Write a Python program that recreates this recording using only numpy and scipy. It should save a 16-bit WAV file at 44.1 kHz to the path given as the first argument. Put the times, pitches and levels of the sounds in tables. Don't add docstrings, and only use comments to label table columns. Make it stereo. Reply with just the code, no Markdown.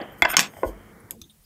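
import sys
import numpy as np
from scipy import signal
from scipy.fft import rfft, irfft
from scipy.io import wavfile
from scipy.ndimage import uniform_filter1d

SR = 44100
rng = np.random.default_rng(int(sys.argv[2]) if len(sys.argv) > 2 else 0)


def wav_record(signal):
    frames = np.transpose(np.atleast_2d(signal))
    bounded = np.clip(frames, -1, 1)
    quanta = np.round(bounded * 32767).astype(np.int16)
    wavfile.write(sys.argv[1], SR, quanta)


def elevation(decibels):
    levels = np.asarray(decibels, float)
    return 10 ** (levels / 20)


N = 63945
TOP_HZ = 15550


def level(x, db):
    return x * elevation(db) / np.sqrt(np.mean(x ** 2))


def coloured(points):
    hz, db = np.array(points).T
    f = np.maximum(np.fft.rfftfreq(N, 1 / SR), 1)
    colour = elevation(np.interp(np.log(f), np.log(hz), db))
    return level(irfft(rfft(rng.standard_normal(N)) * colour, N), 0)


def resonate(x, hz, width_hz):
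    b, a = signal.iirpeak(hz, hz / width_hz, fs=SR)
    return signal.lfilter(b, a, signal.lfilter(b, a, x))


def hits(table, modes, crack_db, spread, soft_hz):
    scatter_db, longest_ring_s, first_blow = 1.5, 0.06, 6
    out = np.zeros(N + 16384)
    t = np.arange(6000) / SR
    push_ms = t[:2048] * 1000
    mode_hz, mode_db, mode_t60 = np.repeat(np.array(modes), 3, axis=0).T
    sign = (-1) ** (np.arange(len(mode_hz)) // 3)
    for s, db, tilt_db, ms in table:
        push = rng.standard_normal(2048) * np.exp(-push_ms / ms)
        push[0] = first_blow
        push = irfft(np.exp(1j * np.angle(rfft(push)))) * np.exp(-push_ms / 2 / ms)
        push_top_hz = min(soft_hz * 2 ** (tilt_db / 4), TOP_HZ)
        push = signal.lfilter(*signal.butter(2, push_top_hz, fs=SR), push)

        level_chance, pitch_chance = rng.standard_normal((2, len(mode_hz)))
        pitch_chance[::3] = 0
        tilt = tilt_db * np.log2(mode_hz / 2000)
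        gains = sign * elevation(mode_db + tilt + scatter_db * level_chance)
        hz = np.minimum(mode_hz * (1 + spread * pitch_chance), TOP_HZ)[:, None]
        t60 = np.minimum(mode_t60, longest_ring_s)[:, None]
        ring = gains @ (np.sin(2 * np.pi * hz * t) * elevation(-60 * t / t60))
        ring[0] += elevation(crack_db)

        y = signal.fftconvolve(push, ring)
        start = int(s * SR)
        out[start:start + len(y)] += y * elevation(db) / np.sqrt(np.mean(y[:256] ** 2))
    return out[:N]


def rub(pressure, resonances):
    grit_db = 1.6
    clicks = rng.standard_normal(N) * elevation(grit_db * rng.exponential(size=N))
    body = sum(elevation(db) * level(resonate(clicks, hz, w), 0) for hz, w, db in resonances)
    s, db = np.array(pressure).T
    return level(body, 0) * elevation(np.interp(np.arange(N) / SR, s, db, left=-120, right=-120))


def fading_tones(table, rise_s):
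    out, t = np.zeros(N), np.arange(N) / SR
    for s, hz, t60, db in table:
        u = np.maximum(t - s, 0)
        fade = np.exp(-np.log(1000) * u / t60) * (1 - np.exp(-u / rise_s))
        out += elevation(db) * np.sin(2 * np.pi * hz * u) * fade
    return out


# f/Hz, level/dB [per Hz]
HISS_COLOUR = [(240, -12.5), (400, -6.5), (496, -6), (2710, -12), (2970, -10.5), (3860, -11.5),
               (15500, -7.5)]


def hiss():
    return coloured(HISS_COLOUR) * elevation(-61.5)


# f/Hz, level/dB [per Hz]
MURMUR = [(18, -21), (45, -5.5), (140, -3.5), (330, -5.5), (600, -11.5), (2250, -15.5), (2600, -32),
          (3400, -24)]
# f/Hz, width/Hz, level/dB
HUMS = [(207, 22, -10.5), (464, 26, -14), (3100, 480, -21)]
# t/s, open up to f/Hz, level/dB
GATE = [(0, 3210, -45), (.2, 3270, -46.5), (.55, 3580, -50.5), (.72, 3400, -48.5), (.92, 3300, -49.5),
        (0.948, 2350, -48.5), (1.09, 2406, -52), (1.137, 1100, -47), (1.187, 453, -49), (1.27, 400, -52),
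        (1.31, 240, -59), (1.45, 180, -55)]


def room_tone():
    steepness = 50
    murmur = coloured(MURMUR)
    for hz, width_hz, db in HUMS:
        murmur = murmur + level(resonate(rng.standard_normal(N), hz, width_hz), db)
    f, t, z = signal.stft(murmur, SR, nperseg=1024)
    gate_s, gate_hz, gate_db = np.array(GATE).T
    top = np.exp(np.interp(t, gate_s, np.log(gate_hz)))
    z = z * elevation(np.interp(t, gate_s, gate_db)) / (1 + (f[:, None] / top) ** steepness)
    return signal.istft(z, SR, nperseg=1024)[1][:N]


def room(x):
    room_db, t60_1khz_s, treble_loss, rise_s = -10.5, 0.21, 0.45, 0.0035
    f, t, z = signal.stft(rng.standard_normal(SR // 2), SR, nperseg=256)
    t60 = t60_1khz_s * (np.maximum(f, 500) / 1000) ** -treble_loss
    tail = signal.istft(z * elevation(-60 * t / t60[:, None]), SR, nperseg=256)[1]
    tail = tail * np.minimum(np.arange(len(tail)) / SR / rise_s, 1)
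    return signal.fftconvolve(x, tail / np.sqrt(np.sum(tail ** 2)))[:N] * elevation(room_db)


# from t/s, to t/s, share removed [0-1]
DEAF_TIMES = [
    (.292, .336, 1),
    (.5, .632, .55),
]


def deaf(x):
    centre_hz, width_hz = 4300, 900
    t = np.arange(N) / SR
    shut = sum(share * ((t > a) & (t < b)) for a, b, share in DEAF_TIMES)
    shut = uniform_filter1d(shut, size=600)
    edges_hz = [centre_hz - width_hz / 2, centre_hz + width_hz / 2]
    return x - shut * signal.filtfilt(*signal.butter(2, edges_hz, "band", fs=SR), x)


# t/s, f/Hz, t60/s, level/dB
SWAYS = [
    (.222, 58, 0.11, -26.5),
    (.29, 45, .2, -40),
    (.565, 95, 0.25, -45.5),
    (.652, 81.46, 0.14, -28),
    (.66, 47.4, .4, -28),
    (1.041, 111, 0.058, -35),
    (1.165, 222.8, .25, -45),
    (1.214, 85, 0.075, -35),
    (1.39, 40.05, 0.26, -54),
]


def table_sways():
    return fading_tones(SWAYS, rise_s=0.0048)


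# t/s, f/Hz, length/ms, level/dB
SQUEAKS = [(0.013, 4563, 7.7, -44.5), (0.119, 14000, 19, -53.5), (0.184, 11420, 44, -58.5),
           (.182, 13600, 21, -58), (1.0, 10130, 15, -60), (1.231, 3595, 25, -53), (1.235, 6405, 34, -62.5),
           (1.295, 3662, 18, -53.5), (1.297, 3100, 15, -62), (1.297, 9000, 20, -60), (1.416, 9430, 16, -63),
           (1.427, 12640, 21, -63.5), (1.438, 4900, 19, -63.5)]


def squeaks():
    out, t = np.zeros(N), np.arange(N) / SR
    for s, hz, ms, db in SQUEAKS:
        u = np.clip((t - s) * 1000 / ms, 0, 9)
        puff = 3 * u * np.exp(1 - 3 * u)
        out += level(resonate(rng.standard_normal(N), hz, width_hz=300), db) * puff
    return out


# t/s, level/dB
SLIDE = [
    (.17, -69.5),
    (.19, -58.5),
    (.22, -67.5),
    (.46, -62),
    (.56, -58.5),
    (.58, -53.5),
    (.64, -59.5),
    (.68, -46.5),
    (.72, -64.5),
]
# f/Hz, width/Hz, level/dB
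GLASS = [(3100, 200, 0), (5050, 1300, -1.5), (6500, 500, -1.5), (8500, 1700, 3.5), (11400, 670, 0.5),
         (10900, 360, -4.5), (12600, 300, -2.5), (13600, 330, 3), (14700, 700, -1)]


def finger_slide():
    return rub(SLIDE, GLASS)


# t/s, level/dB, tilt/dB per octave, contact/ms
TAPS = [
    (1.2152, -39.5, 1, 7.4),
]
# f/Hz, level/dB, t60/s
TIP = [(1240, -14, .02), (2494, -10, .02), (3570, -1.5, 0.021), (4110, -2, 0.011), (5030, -5.5, .015),
       (5714, -3.5, .02), (6300, 1, 0.038), (8070, -6, 0.0085), (10250, -9.5, .015), (12600, -2, .015),
       (13260, -10.5, .015)]


def finger_taps():
    return hits(TAPS, TIP, crack_db=-5.5, spread=.012, soft_hz=13900)


# t/s, level/dB, tilt/dB per octave, contact/ms
TICKS = [
    (1.1086, -28.5, 6, 0.52),
    (1.1125, -39.5, 3.5, 14),
]
# f/Hz, level/dB, t60/s
NAIL = [(1540, -11, 0.045), (2360, -3.5, 0.011), (2770, -12, 0.066), (3450, 3, 0.0053), (5100, -4, 0.013),
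        (6700, -0.5, 0.011), (7800, 7.5, 0.0032), (11600, 12, 0.0023), (13260, -3, 0.016),
        (14600, -15, 0.0083)]


def nail_ticks():
    return hits(TICKS, NAIL, crack_db=-13.0, spread=0.015, soft_hz=14650)


# t/s, level/dB, tilt/dB per octave, contact/ms
PATS = [
    (.5375, -44, 4, .6),
    (.5665, -41.5, 2, 9.9),
    (.587, -43.5, -3.5, 2.5),
    (.622, -41.5, -10.5, 1.2),
]
# f/Hz, level/dB, t60/s
SOFT = [(589, 6, 0.027), (735, 7.5, .02), (2000, 4.5, 0.006)]


def finger_pats():
    return hits(PATS, SOFT, crack_db=-33.5, spread=0.075, soft_hz=2500)


# t/s, level/dB, tilt/dB per octave, contact/ms
THUDS = [
    (.0095, -30, -9.5, 0.73),
    (.0235, -51, -6, 3.9),
    (.6322, -15.5, 2.5, .4),
    (.6398, -24, 0.5, .5),
    (.6432, -23.5, 0.5, .4),
    (.652, -37.5, 2.5, 2),
    (.6665, -38, -8, 1.5),
    (.688, -37.5, -6.5, 4),
]
# f/Hz, level/dB, t60/s
TABLE = [(232, -15, 0.12), (317, -4, 0.065), (479, 7, 0.022), (615, -5, 0.049), (649.5, -2, 0.038),
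         (807, -6, 0.022), (925, -3.5, 0.025), (1057, -2, 0.03), (1460, -21.5, 0.09), (2010, -12.5, 0.01),
         (2604, -31, 0.032), (2995, -28.5, 0.0089)]


def table_thuds():
    return hits(THUDS, TABLE, crack_db=-48, spread=0.015, soft_hz=1500)


# t/s, f/Hz, t60/s, level/dB
BOTTLE = [
    (.369, 6498, 0.23, -26.5),
    (.369, 6346, 0.21, -34.5),
]


def bottle_ring():
    return fading_tones(BOTTLE, rise_s=.002)


# t/s, level/dB
LIFT = [
    (0, -33.5),
    (.02, -34),
    (.07, -46),
    (.14, -50),
    (.17, -65),
]
# f/Hz, width/Hz, level/dB
THREAD = [(569, 500, -4), (1710, 460, -11), (2500, 370, -18), (3050, 490, -13.5)]


def cap_leaving_thread():
    muffle = signal.butter(10, 3358, fs=SR, output="sos")
    return signal.sosfilt(muffle, rub(LIFT, THREAD))


# f/Hz, width/Hz, level/dB
RASP = [(770, 240, -6), (1470, 990, 10), (2420, 510, 0.5), (3132, 260, 1), (5280, 290, -12.5),
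        (6800, 450, -10.5), (8900, 580, -12.5), (8800, 350, -8.5), (11700, 580, -2), (13650, 900, -0.5),
        (14900, 480, -11)]
# t/s, level/dB
SCUFF = [
    (.262, -45),
    (.285, -36.5),
    (.305, -28.5),
    (.32, -34.5),
    (.33, -31),
    (.34, -26.5),
    (.35, -36.5),
    (.365, -47.5),
]


def rim_scuff():
    return rub(SCUFF, RASP[:4])


# t/s, level/dB
SCRAPE = [
    (.27, -81.5),
    (.287, -46.5),
    (.302, -30),
    (.318, -28),
    (.329, -38.5),
    (.338, -56),
    (.352, -64),
]


def rim_scrape():
    return rub(SCRAPE, RASP[4:])


# t/s, level/dB, tilt/dB per octave, contact/ms
KNOCKS = [
    (.2213, -7.5, 2.5, 3.2),
    (.2285, -26.5, -3.5, 2.9),
    (.3032, -29.5, 2, 0.42),
    (.3345, -31.5, -5, 0.86),
    (.3395, -30, 5, 0.66),
    (.3425, -23, -2, 2),
]
# f/Hz, level/dB, t60/s
RIM = [(349, -4.5, 0.021), (713, -4, 0.046), (880, -5, 0.025), (1008, -2, 0.013), (1430, -2, 0.053),
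       (1565, -1, 0.013), (2133, 7.5, 0.018), (2616, -4, 0.022), (3400, -5.5, 0.036), (4920, -11.5, 0.012),
       (7300, -12, 0.004), (10400, -23.5, .008), (14100, -18.5, .012)]
# t/s, level/dB, tilt/dB per octave, contact/ms
REKNOCKS = [
    (.2478, -21, -2.5, 1.3),
    (.2512, -14, 1.5, 2.1),
    (.2545, -15, -1, 1.2),
]
# f/Hz, level/dB, t60/s
FAR_RIM = [(713.5, 0, .035), (1020, -1.5, 0.051), (1592, 0.5, 0.11), (2050, -3.5, 0.044), (2654, -7, 0.017),
           (3400, -11.5, 0.023), (4960, -9.5, 0.0066), (7300, -16.5, 0.0097)]


def cap_knocks():
    near = hits(KNOCKS, RIM, crack_db=-5, spread=0.013, soft_hz=15000)
    far = hits(REKNOCKS, FAR_RIM, crack_db=-9.5, spread=0.03, soft_hz=6500)
    return near + far


# t/s, level/dB, tilt/dB per octave, contact/ms
CLACKS = [
    (.3678, -6, 2.5, 1.6),
    (.3700, -18, 1, 2),
    (.3765, -25, -3, 4),
]
# f/Hz, level/dB, t60/s
FLAT = [(200, -15, 0.069), (1117, -5.5, 0.063), (1483, -8.5, 0.02), (2120, -1, 0.0081), (2457, -7.5, 0.033),
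        (3016, -0.5, 0.0092), (4480, -9, 0.01), (5340, -2.5, 0.011), (6070, -1.5, 0.0082),
        (6498, -2, 0.034), (7800, 4, 0.002), (8650, -1.5, 0.0065), (11530, -9, 0.0042),
        (13100, -14.5, 0.007)]


def cap_clack():
    return hits(CLACKS, FLAT, crack_db=9.5, spread=0.025, soft_hz=12500)


# t/s, level/dB, tilt/dB per octave, contact/ms
BOUNCES = [
    (.385, -20.5, -4.5, 1.3),
    (.3923, -11.5, 2, 2.4),
    (.3995, -21, 5, 2.7),
    (.4058, -20.5, 4.5, 2.7),
    (.4095, -27, -1.5, 2),
    (.414, -29.5, 4.5, 14),
    (.428, -29.5, -0.5, 30),
]
# f/Hz, level/dB, t60/s
EDGE = [(201, -17.5, 0.052), (748, -8.5, 0.013), (1060, -6, 0.015), (1620, -5.5, .025), (1830, -6, .02),
        (2500, 3, .008), (2930, -0.5, 0.0093), (3510, 1.5, 0.0071), (4600, -3, 0.0088), (5560, -2.5, .01),
        (6498, -8.5, .04), (7600, -1, .006), (9840, -13, 0.015), (13500, -6, .006)]


def cap_bounces():
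    return hits(BOUNCES, EDGE, crack_db=-2, spread=0.04, soft_hz=12600)


def microphone(x):
    low_cut = signal.butter(4, 175., "high", fs=SR, output="sos")
    high_cut = signal.butter(8, 15100, fs=SR, output="sos")
    return signal.sosfilt(np.vstack([low_cut, high_cut]), x)


def scene():
    dull = microphone(cap_knocks() + table_thuds() + finger_pats() + rim_scuff())
    bright = microphone(cap_clack() + cap_bounces() + bottle_ring())
    thread = cap_leaving_thread()
    small = nail_ticks() + finger_taps() + squeaks() + finger_slide() + rim_scrape() + thread
    echo = room(bright + elevation(-2.5) * dull)
    background = table_sways() + room_tone() + hiss()
    mid = deaf(dull + bright + echo + small + background)
    return np.array([mid, mid])


def band_limit(x):
    return signal.sosfilt(signal.butter(12, 15680, fs=SR, output="sos"), x)


def record(dry):
    ceiling = 1.15
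    x = ceiling * np.tanh(dry / ceiling)
    scrambled = x[0] * rng.choice([-1, 1], N)
    side = elevation(-31.5) * signal.lfilter(*signal.butter(1, 1520, "high", fs=SR), scrambled)
    side = side + elevation(-44) * np.roll(x[0], 441)
    top_cut = signal.ellip(8, .2, 70, TOP_HZ, fs=SR, output="sos")
    x = signal.sosfilt(top_cut, x + np.array([side, -side]))
    return band_limit(x)


dry = scene()
out = record(dry)
wav_record(out)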